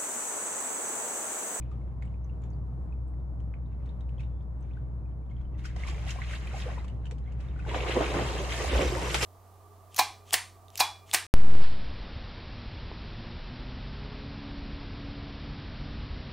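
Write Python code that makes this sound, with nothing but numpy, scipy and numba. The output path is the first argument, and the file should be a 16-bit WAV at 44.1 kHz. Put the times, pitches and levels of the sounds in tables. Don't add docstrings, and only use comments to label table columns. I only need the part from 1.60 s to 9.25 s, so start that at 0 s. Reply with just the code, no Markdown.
import sys
import numpy as np
from scipy import signal
from scipy.fft import rfft, irfft, next_fast_len
from scipy.io import wavfile
from scipy.ndimage import uniform_filter1d, map_coordinates
from numba import njit

SR = 44100
rng = np.random.default_rng(int(sys.argv[2]) if len(sys.argv) > 2 else 0)


def master(y):
    cut = np.clip(np.atleast_2d(y).T, -1, 1)
    pcm = np.round(cut * 32767)
    wavfile.write(sys.argv[1], SR, pcm.astype(np.int16))


N = 337365
STIR_FROM_S = 3.9


def amp(db):
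    return 10 ** (np.asarray(db) / 20)


def unit(x):
    return x / np.sqrt(np.mean(x ** 2) + 1e-20)


def along(points, hz):
    freqs, values = np.transpose(points)
    return np.interp(np.log(hz + 1), np.log(freqs + 1), values)


def curves(rows):
    times, *columns = np.transpose(rows)
    return [np.interp(np.arange(N) / SR, times, column) for column in columns]


def wobble(rate):
    return map_coordinates(rng.standard_normal(int(N * rate / SR) + 4), [np.arange(N) * rate / SR])


def filtered(x, response):
    size = next_fast_len(N + SR // 2)
    return irfft(rfft(x, size) * response(np.fft.rfftfreq(size, 1 / SR)), size)[..., :N]


def shaped(x, spectrum):
    return filtered(x, lambda hz: unit(amp(along(spectrum, hz))))


def treble(x, above_hz):
    return filtered(x, lambda hz: 1 - 1 / (1 + (hz / above_hz) ** 8))


def stereo(pair, likeness):
    turn = lambda hz: np.arccos(np.clip(along(likeness, hz), -1, 1)) / 2
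    mid, side = filtered(pair, lambda hz: np.array([np.cos(turn(hz)), np.sin(turn(hz))]))
    return np.array([mid + side, mid - side])


def scatter(x, t60):
    t = np.arange(SR // 2) / SR
    echoes = rfft(rng.standard_normal(len(t)) * amp(-60 * t / t60))
    colour = np.sqrt(uniform_filter1d(np.abs(echoes) ** 2, size=100))
    return signal.fftconvolve(x, irfft(echoes / colour))[:N]


def swell(s, rise_s, t60, hold_s=0):
    t = np.arange(N) / SR - s
    rising = (np.minimum(t, 0) / rise_s) ** 2
    fading = np.log(1000) * np.maximum(t - hold_s, 0) / t60
    return np.exp(-2 * (rising + fading))


def bursts(times, dbs, t60s):
    level, t = np.zeros(N + SR), np.arange(SR // 4) / SR
    for s, db, t60 in zip(times, dbs, t60s):
        level[round(s * SR):][:len(t)] += amp(db - 60 * t / t60)
    return level[:N] * rng.standard_normal(N)


# (frequency [Hz], relative level [dB])
AIR_COLOUR = [(40, -23.5), (90, -9), (110, -2.5), (143, -7), (220, -18.5), (350, -25.5), (750, -30.5),
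              (1100, -34.5), (1800, -51), (3000, -65.5), (7000, -68), (14000, -71.5)]
# (frequency [Hz], relative level [dB])
RUMBLE_COLOUR = [(15, -27.5), (30, -9), (48, -2.5), (70, 5.5), (100, -5), (140, -12), (300, -79)]
# (frequency [Hz], likeness [0-1])
WIND_LIKENESS = [(60, 0.84), (280, 0.88), (550, 0.5), (900, 0.015), (3000, 0.02), (6000, 0.073)]
# (time [s], level [dB], half-width [s])
WIND_PUFFS = [(7.07, -27, 0.025), (7.165, -24, 0.033), (7.276, -24.5, 0.029)]

def wind():
    def rush(colour):
        noise = filtered(rng.standard_normal((2, N)), lambda hz: amp(along(colour, hz)))
        return unit(stereo(noise, WIND_LIKENESS))
    air = amp(-42.5 + 0.52 * wobble(0.76) + 0.91 * wobble(6.3)) * rush(AIR_COLOUR)
    t = np.arange(N) / SR
    puffs = sum(amp(db) * np.exp(-((t - s) / width) ** 2) for s, db, width in WIND_PUFFS)
    thud = np.sqrt(2) * np.sin(2 * np.pi * np.cumsum(63 + 6 * wobble(24)) / SR)
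    return air + amp(-47) * rush(RUMBLE_COLOUR) + puffs * thud


# (pitch [times the firing rate], level [dB])
ENGINE_TONES = [(1, -35), (2, -48), (3, -73), (5, -66.5)]
# (time [s], pitch [Hz], level [dB])
BOAT_ENGINE = [(0, 34, -69.5), (3.6, 34, -65.5), (3.83, 38.6, -46), (4.1, 48.2, -44), (5, 46.2, -58),
               (6, 47.3, -47.5), (7.65, 51.3, -50)]

def engines(firing_hz=61.86):
    phase = 2 * np.pi * np.cumsum(firing_hz + 0.21 * wobble(2.038)) / SR
    drone = sum(amp(db + 0.7 * k * wobble(5)) * np.sin(round(k) * phase + 0.051 * k * wobble(5.6))
                for k, db in ENGINE_TONES)
    boat_hz, boat_db = curves(BOAT_ENGINE)
    boat_gain = amp(boat_db + 1.3 * wobble(9.7))
    boat = boat_gain * np.sin(2 * np.pi * np.cumsum(boat_hz + 1.5 * wobble(1.6)) / SR)
    from_left = amp([[.5], [-.5]]) * np.exp([[.22j], [-.22j]])
    return filtered(np.sqrt(2) * (drone + boat), lambda hz: from_left)


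# (time [s], level [dB], pitch [Hz], length [s])
FAR_WHISTLES = [(.02, -76, 2541, 0.12), (2.66, -84, 3456, 0.22)]

def whistles(waver_hz=18):
    t = np.arange(N) / SR
    waver = np.cumsum(waver_hz * wobble(40)) / SR
    return sum(amp(db) * np.sin(np.pi * np.clip((t - s) / length, 0, 1))
               * np.sin(2 * np.pi * (hz * t + waver)) for s, db, hz, length in FAR_WHISTLES)


# (frequency [Hz], likeness [0-1])
WATER_LIKENESS = [(200, 1), (550, 1), (850, 0.17), (1100, 0.7), (1600, 0.27), (2200, 0.38), (3400, 0.57),
                  (4800, 0.44), (6500, 0.21), (12000, 0.64)]
# (time [s], share [0-1])
RIGHT_SHARE = [(0, 1), (7.08, 1), (7.14, 0), (7.65, 0)]
# (frequency [Hz], left minus right [dB])
SIDE_BALANCE = [(60, -3), (250, 0.9), (450, -5), (700, -5), (1000, 3), (1500, 5.5), (2000, -1.5),
                (5000, -0.5), (8000, -2.5), (11000, 0)]

def river(foam, hits, near_t60=0.062, bank_t60=0.25):
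    mirrored = np.array([scatter(patch, .08) for patch in foam])
    foam = foam + .3 * shaped(mirrored, [(300, -14), (1000, -3), (4000, 0)])
    direct = stereo(foam + np.array([hits, scatter(hits, near_t60)]), WATER_LIKENESS)
    lag = lambda hz: 2 * np.pi * .0003 * np.maximum(hz - 3400, 0)
    from_right = filtered(direct, lambda hz: np.exp(1j * np.outer([-.5, .5], lag(hz))))
    aside = curves(RIGHT_SHARE)[0]
    echo = amp(-14) * np.array([scatter(foam[0] + hits, bank_t60) for side in range(2)])
    heard = aside * from_right + (1 - aside) * direct + shaped(echo, [(300, -4.5), (1500, -2.5)])
    return filtered(heard, lambda hz: amp(np.outer([.5, -.5], along(SIDE_BALANCE, hz))))


@njit
def bubbles(times, pitches, gains, cycles, rise, onset):
    out = np.zeros(N)
    for s, hz, gain, life in zip(times, pitches, gains, cycles):
        start, length = int(s * SR), int(life / hz * SR)
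        for i in range(min(length, N - start)):
            age = i / length
            turns = life * age * (1 + rise * age / 2)
            level = gain * np.exp(-6.9 * age) * (1 - np.exp(-turns / onset))
            out[start + i] += level * np.sin(2 * np.pi * turns)
    return out


def bubble_crowd(low_hz, high_hz, count, cycles, spread_db, start_s):
    when, size, strength, life = rng.random((count, 4)).T
    times = start_s + when * (N / SR - start_s)
    pitch = low_hz * (high_hz / low_hz) ** size
    gain = pitch * amp(-spread_db * np.log(strength + .03))
    crowd = bubbles(times, pitch, gain, cycles * (.5 + life), rise=.1, onset=.5)
    return crowd / crowd[int(start_s * SR):].std()


def clear_bubbles(times, pitches, dbs, cycles, rises, swell_share, choke):
    out = np.zeros(N + SR)
    for s, hz, db, life, rise in zip(times, pitches, dbs, cycles, rises):
        age = np.arange(int(life / hz * SR)) * hz / (life * SR)
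        attack = np.sin(np.pi / 2 * np.minimum(age / swell_share, 1)) ** 2
        release = amp(-60 * np.maximum((age - swell_share) / (1 - swell_share), 0) ** choke)
        tone = np.sin(2 * np.pi * life * age * (1 + rise * age / 2))
        out[round(s * SR):][:len(age)] += amp(db) * attack * release * tone
    return out[:N]


def trailing_bubbles(s, db, hz, cycles, rise, spread_s, count):
    delay, size, strength = rng.random((len(s) * count, 3)).T
    parent = np.arange(len(delay)) // count
    times = s[parent] + spread_s * delay ** 2
    gains = amp(db[parent] - 8 - 9 * strength - 14 * delay)
    return bubbles(times, hz[parent] * 2 ** (size - .35), gains, cycles[parent], rise, onset=.6)


# (time [s], relative level [dB])
COAT_TRICKLE = [(0, -67), (1.2, -77), (1.7, -80), (2.2, -69), (2.87, -77), (3.06, -67), (3.25, -76.5),
                (3.55, -75.5), (3.9, -68.5), (4.05, -54.5), (5.2, -49), (5.38, -75), (5.7, -60.5),
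                (6.1, -56), (7.65, -36)]

def trickle(dribble_db=2.6):
    drops = np.array([bubble_crowd(1400, 9000, count=1300, cycles=65, spread_db=3.5, start_s=0)
                      for patch in range(2)])
    wash = 2.6 * rng.standard_normal((2, N))
    colour = [(600, -27.5), (1200, 9), (2200, 6), (3500, -4.5), (5000, -13), (8500, -22), (12000, -33)]
    gain = amp(curves(COAT_TRICKLE)[0] - 6.5 + dribble_db * wobble(22))
    return gain * unit(shaped(drops + wash, colour))


# (time [s], level [dB], fade time [s])
SLOW_STEPS = [(.03, -71.5, 0.44), (.13, -71.5, 0.27), (.45, -70.5, 0.42), (.84, -71, 0.3),
              (2.28, -71, 0.43), (2.61, -64, 0.25), (3.04, -74.5, 0.61), (3.17, -75.5, 0.37),
              (3.72, -77, 0.31)]
# (frequency [Hz], relative level [dB])
SLOSH_COLOUR = [(700, -20), (1600, 5.5), (2400, 4.5), (3600, 0), (5000, -11), (8500, -15.5), (12000, -33.5)]

def sloshes(rise_s=.025):
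    power = sum(amp(db) ** 2 * swell(s, rise_s, t60) for s, db, t60 in SLOW_STEPS)
    return shaped(np.sqrt(power) * rng.standard_normal(N), SLOSH_COLOUR)


def stray_drips(count=7, low_hz=1900, octaves=1.4, cycles=28, rise=.2, tick_db=-10):
    when, strength, size = rng.random((count, 3)).T
    return np.column_stack([when * WAKE_FROM_S, -66 - 6 * strength, low_hz * 2 ** (octaves * size),
                            np.tile([cycles, rise, tick_db], (count, 1))])


# (time [s], level [dB], pitch [Hz], ringing [cycles], pitch rise [share], relative tick level [dB])
CLEAR_DRIPS = [(.021, -54.5, 2340, 59, .1, -17.5), (.114, -47.5, 1190, 39, .1, -15),
               (.276, -58, 1830, 14, 0.18, -21), (.423, -41.5, 1900, 24, 0.57, -13.5),
               (.454, -58.5, 7400, 35, .3, -14), (.475, -61.5, 2800, 55, .2, -19),
               (.54, -61.5, 2300, 37, .3, -9.5), (.644, -57.5, 5860, 40, .3, -14),
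               (.695, -58, 2590, 48, .3, -15), (.82, -61.5, 6700, 28, .3, -7),
               (.837, -57, 3420, 28, .2, -10), (.838, -56.5, 6640, 45, .3, -20),
               (.903, -59, 5900, 27, .3, -11), (.932, -64, 4460, 58, .2, -15.5),
               (1.323, -57, 2410, 55, .3, -20), (1.478, -63.5, 8100, 45, .2, -14),
               (1.538, -59, 1850, 22, .2, -19), (1.802, -60, 2640, 18, .5, -5),
               (1.939, -41.5, 1750, 10, 1.3, -33), (2.057, -68, 3420, 79, 0.62, -12),
               (2.258, -61.5, 3400, 35, 0.82, -0.5), (2.289, -55.5, 3350, 81, 0.61, -13),
               (2.407, -55, 3530, 44, 0.27, -8), (2.491, -54.5, 2300, 24, 1.0, -11.5),
               (2.581, -55, 3130, 45, 0.18, -19), (2.594, -50, 2500, 74, 0.24, -13.5),
               (2.605, -49, 2180, 43, 0.25, -7.5), (2.632, -52.5, 2570, 27, .2, -15),
               (2.635, -57, 3520, 39, .2, -21), (2.808, -62.5, 3420, 40, 0.18, -12),
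               (3.007, -64, 7900, 66, .1, -17), (3.026, -62, 5900, 44, 0.26, -15),
               (3.108, -59, 2200, 52, .9, -17), (3.133, -62, 3220, 64, .5, -9.5),
               (3.167, -53.5, 1330, 57, 0.98, -21), (3.455, -68.5, 2410, 76, .1, -14),
               (3.662, -71, 3440, 42, .2, -13), (3.698, -63, 2680, 40, .9, -8.5),
               (3.71, -57, 2120, 81, .1, -16), (3.765, -59, 3050, 50, .3, -16),
               (3.811, -63.5, 3160, 45, .2, -2), (3.851, -63, 2970, 50, .1, -15),
               (4.052, -53.5, 2000, 34, .2, -0.5), (4.162, -44, 1920, 30, .2, -3.5),
               (5.244, -43.5, 1060, 20, 0.18, -8), (5.281, -50, 2770, 20, .2, -2),
               (5.298, -53, 2800, 44, .2, -18), (5.455, -47, 2850, 25, 0.32, -4),
               (5.467, -45.5, 2800, 30, .2, -16), (5.511, -52, 2380, 25, .2, 7),
               (5.582, -62, 3020, 30, .2, 4), (5.675, -49.5, 2050, 45, 0.22, -21),
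               (5.721, -54, 2700, 30, .2, -4), (5.805, -55, 2800, 42, .2, 2),
               (5.884, -53, 3520, 75, .2, -15), (5.961, -48, 1390, 22, 0.18, -22),
               (5.991, -46, 1390, 28, .2, -15), (5.998, -48.5, 2490, 56, 0.22, -19),
               (6.022, -49, 1920, 45, .2, -21), (6.049, -44, 1500, 25, 0.18, -23)]

def drips(tick_t60=0.049):
    s, db, hz, cycles, rise, tick_db = np.vstack([CLEAR_DRIPS, stray_drips()]).T
    plink = clear_bubbles(s, hz, db, cycles, rise, swell_share=0.13, choke=1.04)
    droplets = trailing_bubbles(s, db - 2, hz, cycles, rise=.17, spread_s=0.044, count=5)
    tick = bursts(s, db + tick_db - 1.5, np.full(len(s), tick_t60))
    colour = [(800, -11), (1600, 6), (2800, 3), (5000, -3), (7800, -4), (10000, -15), (13000, -30.5)]
    wet_froth = amp(-6) * scatter(plink + droplets, t60=0.095)
    faint_ring = amp(-15.5) * scatter(plink, t60=0.36)
    return plink + droplets + wet_froth + faint_ring + shaped(tick, colour)


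# (time [s], level [dB], pitch [Hz], fade time [s])
WATER_CLUMPS = [(4.056, -43.5, 5270, 0.032), (4.164, -50, 5000, 0.027), (4.276, -43, 3000, 0.011),
                (4.287, -47.5, 5500, 0.031), (4.298, -48.5, 3200, .05), (4.481, -44, 3300, .03),
                (4.506, -40, 5900, 0.046), (4.508, -41.5, 3220, 0.043), (4.516, -42.5, 1900, 0.036),
                (4.71, -43.5, 2290, .04), (4.753, -43.5, 3200, 0.049), (4.87, -53.5, 8000, .02),
                (5.02, -40.5, 2880, 0.037), (6.094, -37, 2280, 0.085), (6.144, -33, 2400, 0.037),
                (6.205, -31, 2560, 0.024), (6.283, -38, 2470, 0.041), (6.589, -35, 2260, .03),
                (6.921, -35, 2920, 0.07), (6.962, -36, 2120, 0.014), (7.08, -35.5, 2120, 0.034),
                (7.176, -32.5, 2880, 0.076), (7.215, -32, 2310, 0.053), (7.35, -35.5, 1600, 0.059),
                (7.497, -29, 1490, .03)]

def spatters(width_octaves=0.33):
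    out, t = np.zeros(N + SR), np.arange(SR // 10) / SR
    hz = np.fft.rfftfreq(len(t), 1 / SR)
    for s, db, centre_hz, t60 in WATER_CLUMPS:
        band = np.exp(-.5 * (np.log2((hz + 1) / centre_hz) / width_octaves) ** 2)
        smack = unit(irfft(rfft(rng.standard_normal(len(t))) * band, len(t)))
        out[round(s * SR):][:len(t)] += amp(db - 60 * t / t60) * smack
    return out[:N]


# (time [s], relative level [dB], rough pitch [Hz], ringing [cycles])
AIR_POCKETS = [(4.052, -32.5, 1440, 31), (4.164, -29, 698, 9), (4.235, -24.5, 2100, 32),
               (4.25, -33.5, 1135, 26), (4.265, -32.5, 1050, 20), (4.276, -28, 2340, 31),
               (4.285, -28, 1090, 20), (4.36, -37.5, 430, 18), (4.465, -33, 756, 28), (4.556, -33, 723, 31),
               (4.586, -31, 1026, 25), (4.617, -22, 1990, 27), (4.732, -31.5, 1520, 42),
               (4.871, -29.5, 2400, 39), (4.939, -28, 770, 36), (4.963, -34, 714, 24), (5.06, -27, 485, 29),
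               (5.075, -32.5, 596, 22), (5.088, -31, 696, 20), (5.097, -35, 1060, 32),
               (5.115, -34, 726, 22), (5.125, -34, 560, 18), (5.18, -26, 953, 12), (5.52, -35.5, 482, 22),
               (6.095, -26, 448, 7.6), (6.118, -25.5, 468, 15), (6.143, -20.5, 1130, 20),
               (6.145, -24.5, 750, 34), (6.159, -19.5, 492, 20), (6.233, -20, 446, 13),
               (6.264, -22.5, 408, 9.3), (6.364, -23, 880, 12), (6.37, -8.5, 484, 13),
               (6.384, -19, 595, 10), (6.386, -21.5, 1040, 23), (6.409, -12, 712, 17),
               (6.555, -21.5, 518, 12), (6.595, -22.5, 740, 14), (6.75, -26, 436, 23),
               (7.044, -20, 736, 19), (7.127, -18, 480, 14), (7.187, -18, 563, 28), (7.222, -17.5, 387, 20),
               (7.322, -20, 362, 20), (7.357, -22, 498, 20), (7.455, -21, 455, 14)]

def plops(rise=0.16):
    s, db, hz, cycles = np.transpose(AIR_POCKETS)
    cluster = trailing_bubbles(s + 0.003, db - 4.5, hz, cycles, rise, spread_s=.045, count=9)
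    rises = np.full(len(s), rise)
    return clear_bubbles(s, hz * 0.984, db - 7, cycles, rises, swell_share=.11, choke=1.15) + cluster


# (time [s], level [dB], fade time [s])
PAW_SLAPS = [(7.544, -22.5, 0.094), (7.628, -27, 0.17)]
# (frequency [Hz], relative level [dB])
PAW_COLOUR = [(150, -27), (400, 5), (1500, 1), (3200, 5), (5000, -4), (9000, -11), (14000, -25.5)]
# (time [s], relative level [dB], fade time [s])
BODY_PLUNGES = [(6.141, -42, 0.077), (6.364, -27, 0.1), (6.406, -26, 0.31), (6.543, -31, 0.49),
                (6.586, -35, 0.27), (7.15, -31, 0.56), (7.41, -34.5, 0.38)]
# (frequency [Hz], relative level [dB])
BODY_COLOUR = [(60, -19.5), (130, -1.5), (250, 4), (500, 1.5), (800, 1), (1200, -7.5), (1800, -10),
               (4000, -42.5)]

def slaps_and_plunges():
    paws = shaped(bursts(*np.transpose(PAW_SLAPS)), PAW_COLOUR)
    body = shaped(bursts(*np.transpose(BODY_PLUNGES)), BODY_COLOUR)
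    return paws + amp(-1.5) * body


# (time [s], relative level [dB], rise time [s])
HEAD_SWINGS = [(3.995, -61, 0.015), (4.058, -49.5, 0.017), (4.284, -44.5, .018), (4.509, -43.5, 0.044),
               (4.745, -47, 0.06), (5.005, -46.5, 0.059)]

def head_shake():
    patter = amp(-51.5) ** 2 * swell(4.2, rise_s=0.035, t60=0.6, hold_s=0.94)
    showers = sum(amp(db) ** 2 * swell(s, rise_s, t60=0.22) for s, db, rise_s in HEAD_SWINGS)
    spray = amp(-9.5) ** 2 * patter + amp(-6) ** 2 * showers
    return np.array([amp(-2.5) ** 2 * patter, patter + showers, spray])


WAKE_FROM_S = 6.15
# (time [s], distance [m])
DOG_DISTANCE = [(6.2, 10.8), (6.75, 9.1), (7.0, 6.8), (7.35, 8.4), (7.65, 1.6)]
# (time [s], relative gulp level [dB], relative splash level [dB], gulp fade time [s])
LEG_STROKES = [(5.465, -82, -62.5, 0.074), (5.52, -59, -65, 0.093), (5.815, -59.5, -58.5, 0.27),
               (6.0, -71, -60.5, 0.21), (6.097, -41.5, -45.5, 0.28), (6.165, -33.5, -39, 0.13),
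               (6.215, -41, -53, 0.12), (6.292, -33.5, -38, 0.78), (6.378, -25, -41.5, 0.13),
               (6.425, -39.5, -39, 0.47), (6.52, -33, -54, 0.27), (6.557, -32, -39.5, 1),
               (6.69, -37.5, -41.5, 0.63), (6.81, -34.5, -54, 0.3), (6.916, -46.5, -37, 0.99),
               (6.98, -62, -44, .5), (7.028, -34.5, -38, 0.44), (7.135, -28.5, -39, 1),
               (7.218, -27.5, -35.5, 0.35), (7.36, -35.5, -47.5, 0.47), (7.441, -34.5, -50.5, 0.39),
               (7.5, -44.5, -40, 0.9), (7.637, -33.5, -31.5, 0.55)]

def bounding(rise_s=0.028, hang_s=0.089, hang_share=0.56, loss_db_per_m=1.02):
    wake = swell(WAKE_FROM_S, rise_s=0.077, t60=1, hold_s=N / SR)
    gulps, splash = amp(-38.5) ** 2 * wake, amp(-42.5) ** 2 * wake
    for s, gulp_db, splash_db, t60 in LEG_STROKES:
        gulps += amp(gulp_db) ** 2 * swell(s, rise_s, t60)
        splash += amp(splash_db) ** 2 * swell(s, rise_s, 1.38 * t60)
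    keep = np.exp(-1 / (hang_s * SR))
    hanging = signal.lfilter([1 - keep], [1, -keep], splash)
    falling = (1 - hang_share) * splash + hang_share * hanging
    spray = falling * amp(0.5 - loss_db_per_m * curves(DOG_DISTANCE)[0]) ** 2
    return np.array([gulps, splash, spray])


def stirring(deep_below_hz=1200):
    gulps, splash, spray = head_shake() + bounding()
    pockets = sum(amp(db - 19.5) ** 2 * swell(s, rise_s=0.0065, t60=0.19)
                  for s, db, hz, cycles in AIR_POCKETS if hz < deep_below_hz)
    return 10 * np.log10(np.array([gulps + pockets, splash, spray]) + 1e-14)


# (frequency [Hz], relative level [dB])
FROTH_COLOUR = [(130, -3), (220, -16), (290, -7.5), (370, -2.5), (500, -3.5), (720, -7), (860, -10),
                (1080, -6.5), (1400, -12), (2100, -9), (3100, -12), (4700, -18.5), (8000, -25),
                (11000, -35), (14000, -41)]

def froth(low_hz, high_hz, count, cycles, clear):
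    def patch():
        brief = bubble_crowd(low_hz, high_hz, count, cycles, 3, STIR_FROM_S)
        rush = .5 * rng.standard_normal(N)
        ringing = bubble_crowd(low_hz, high_hz, count // 12, cycles * 3.5, 4, STIR_FROM_S)
        return (brief + rush + clear * ringing) / np.sqrt(1 + clear ** 2)
    edges = lambda hz: np.sqrt((1 + (low_hz / (hz + 1)) ** 8) * (1 + (hz / high_hz) ** 8))
    foam = filtered(np.array([patch(), patch()]), lambda hz: amp(along(FROTH_COLOUR, hz)) / edges(hz))
    return foam / foam[:, int(STIR_FROM_S * SR):].std()


def churn(usual_spray_db=-9, mist_loss_db_per_m=0.52):
    gulp_db, splash_db, spray_db = stirring()
    clear = np.interp(splash_db, [-60, -50, -43], [1.1, .75, .6])
    gulps = froth(low_hz=130, high_hz=620, count=4000, cycles=7, clear=.15)
    gurgle = froth(low_hz=580, high_hz=1250, count=3000, cycles=16, clear=clear)
    splash = froth(low_hz=1150, high_hz=4300, count=14000, cycles=22, clear=clear)
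    spray = froth(low_hz=4200, high_hz=16000, count=14000, cycles=40, clear=.37)

    force_db = gulp_db + 39.5
    low = amp(gulp_db - 5 + 0.1 * force_db) * gulps + amp(gulp_db - 6 - 0.24 * force_db) * gurgle

    top = treble(splash, above_hz=2410)
    top_db = 0.37 * np.clip(spray_db - splash_db - usual_spray_db, -10, 10)
    clumps = amp(1.27 * wobble(60) + 1.04 * wobble(18))
    middle = clumps * amp(splash_db - 1.37) * (splash - top + amp(top_db) * top)

    mist = treble(spray, above_hz=7550)
    mist_db = 5 - mist_loss_db_per_m * curves(DOG_DISTANCE)[0]
    hiss = amp(spray_db - 0.5) * (spray - mist + amp(mist_db) * mist)
    return low + middle + hiss


def scene():
    foam = churn() + trickle()
    hits = plops() + drips() + sloshes() + spatters() + slaps_and_plunges()
    return river(foam, hits) + engines() + whistles() + wind()


def record(dry):
    return filtered(dry, lambda hz: hz < 14500)


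dry = scene()
out = record(dry)
master(out)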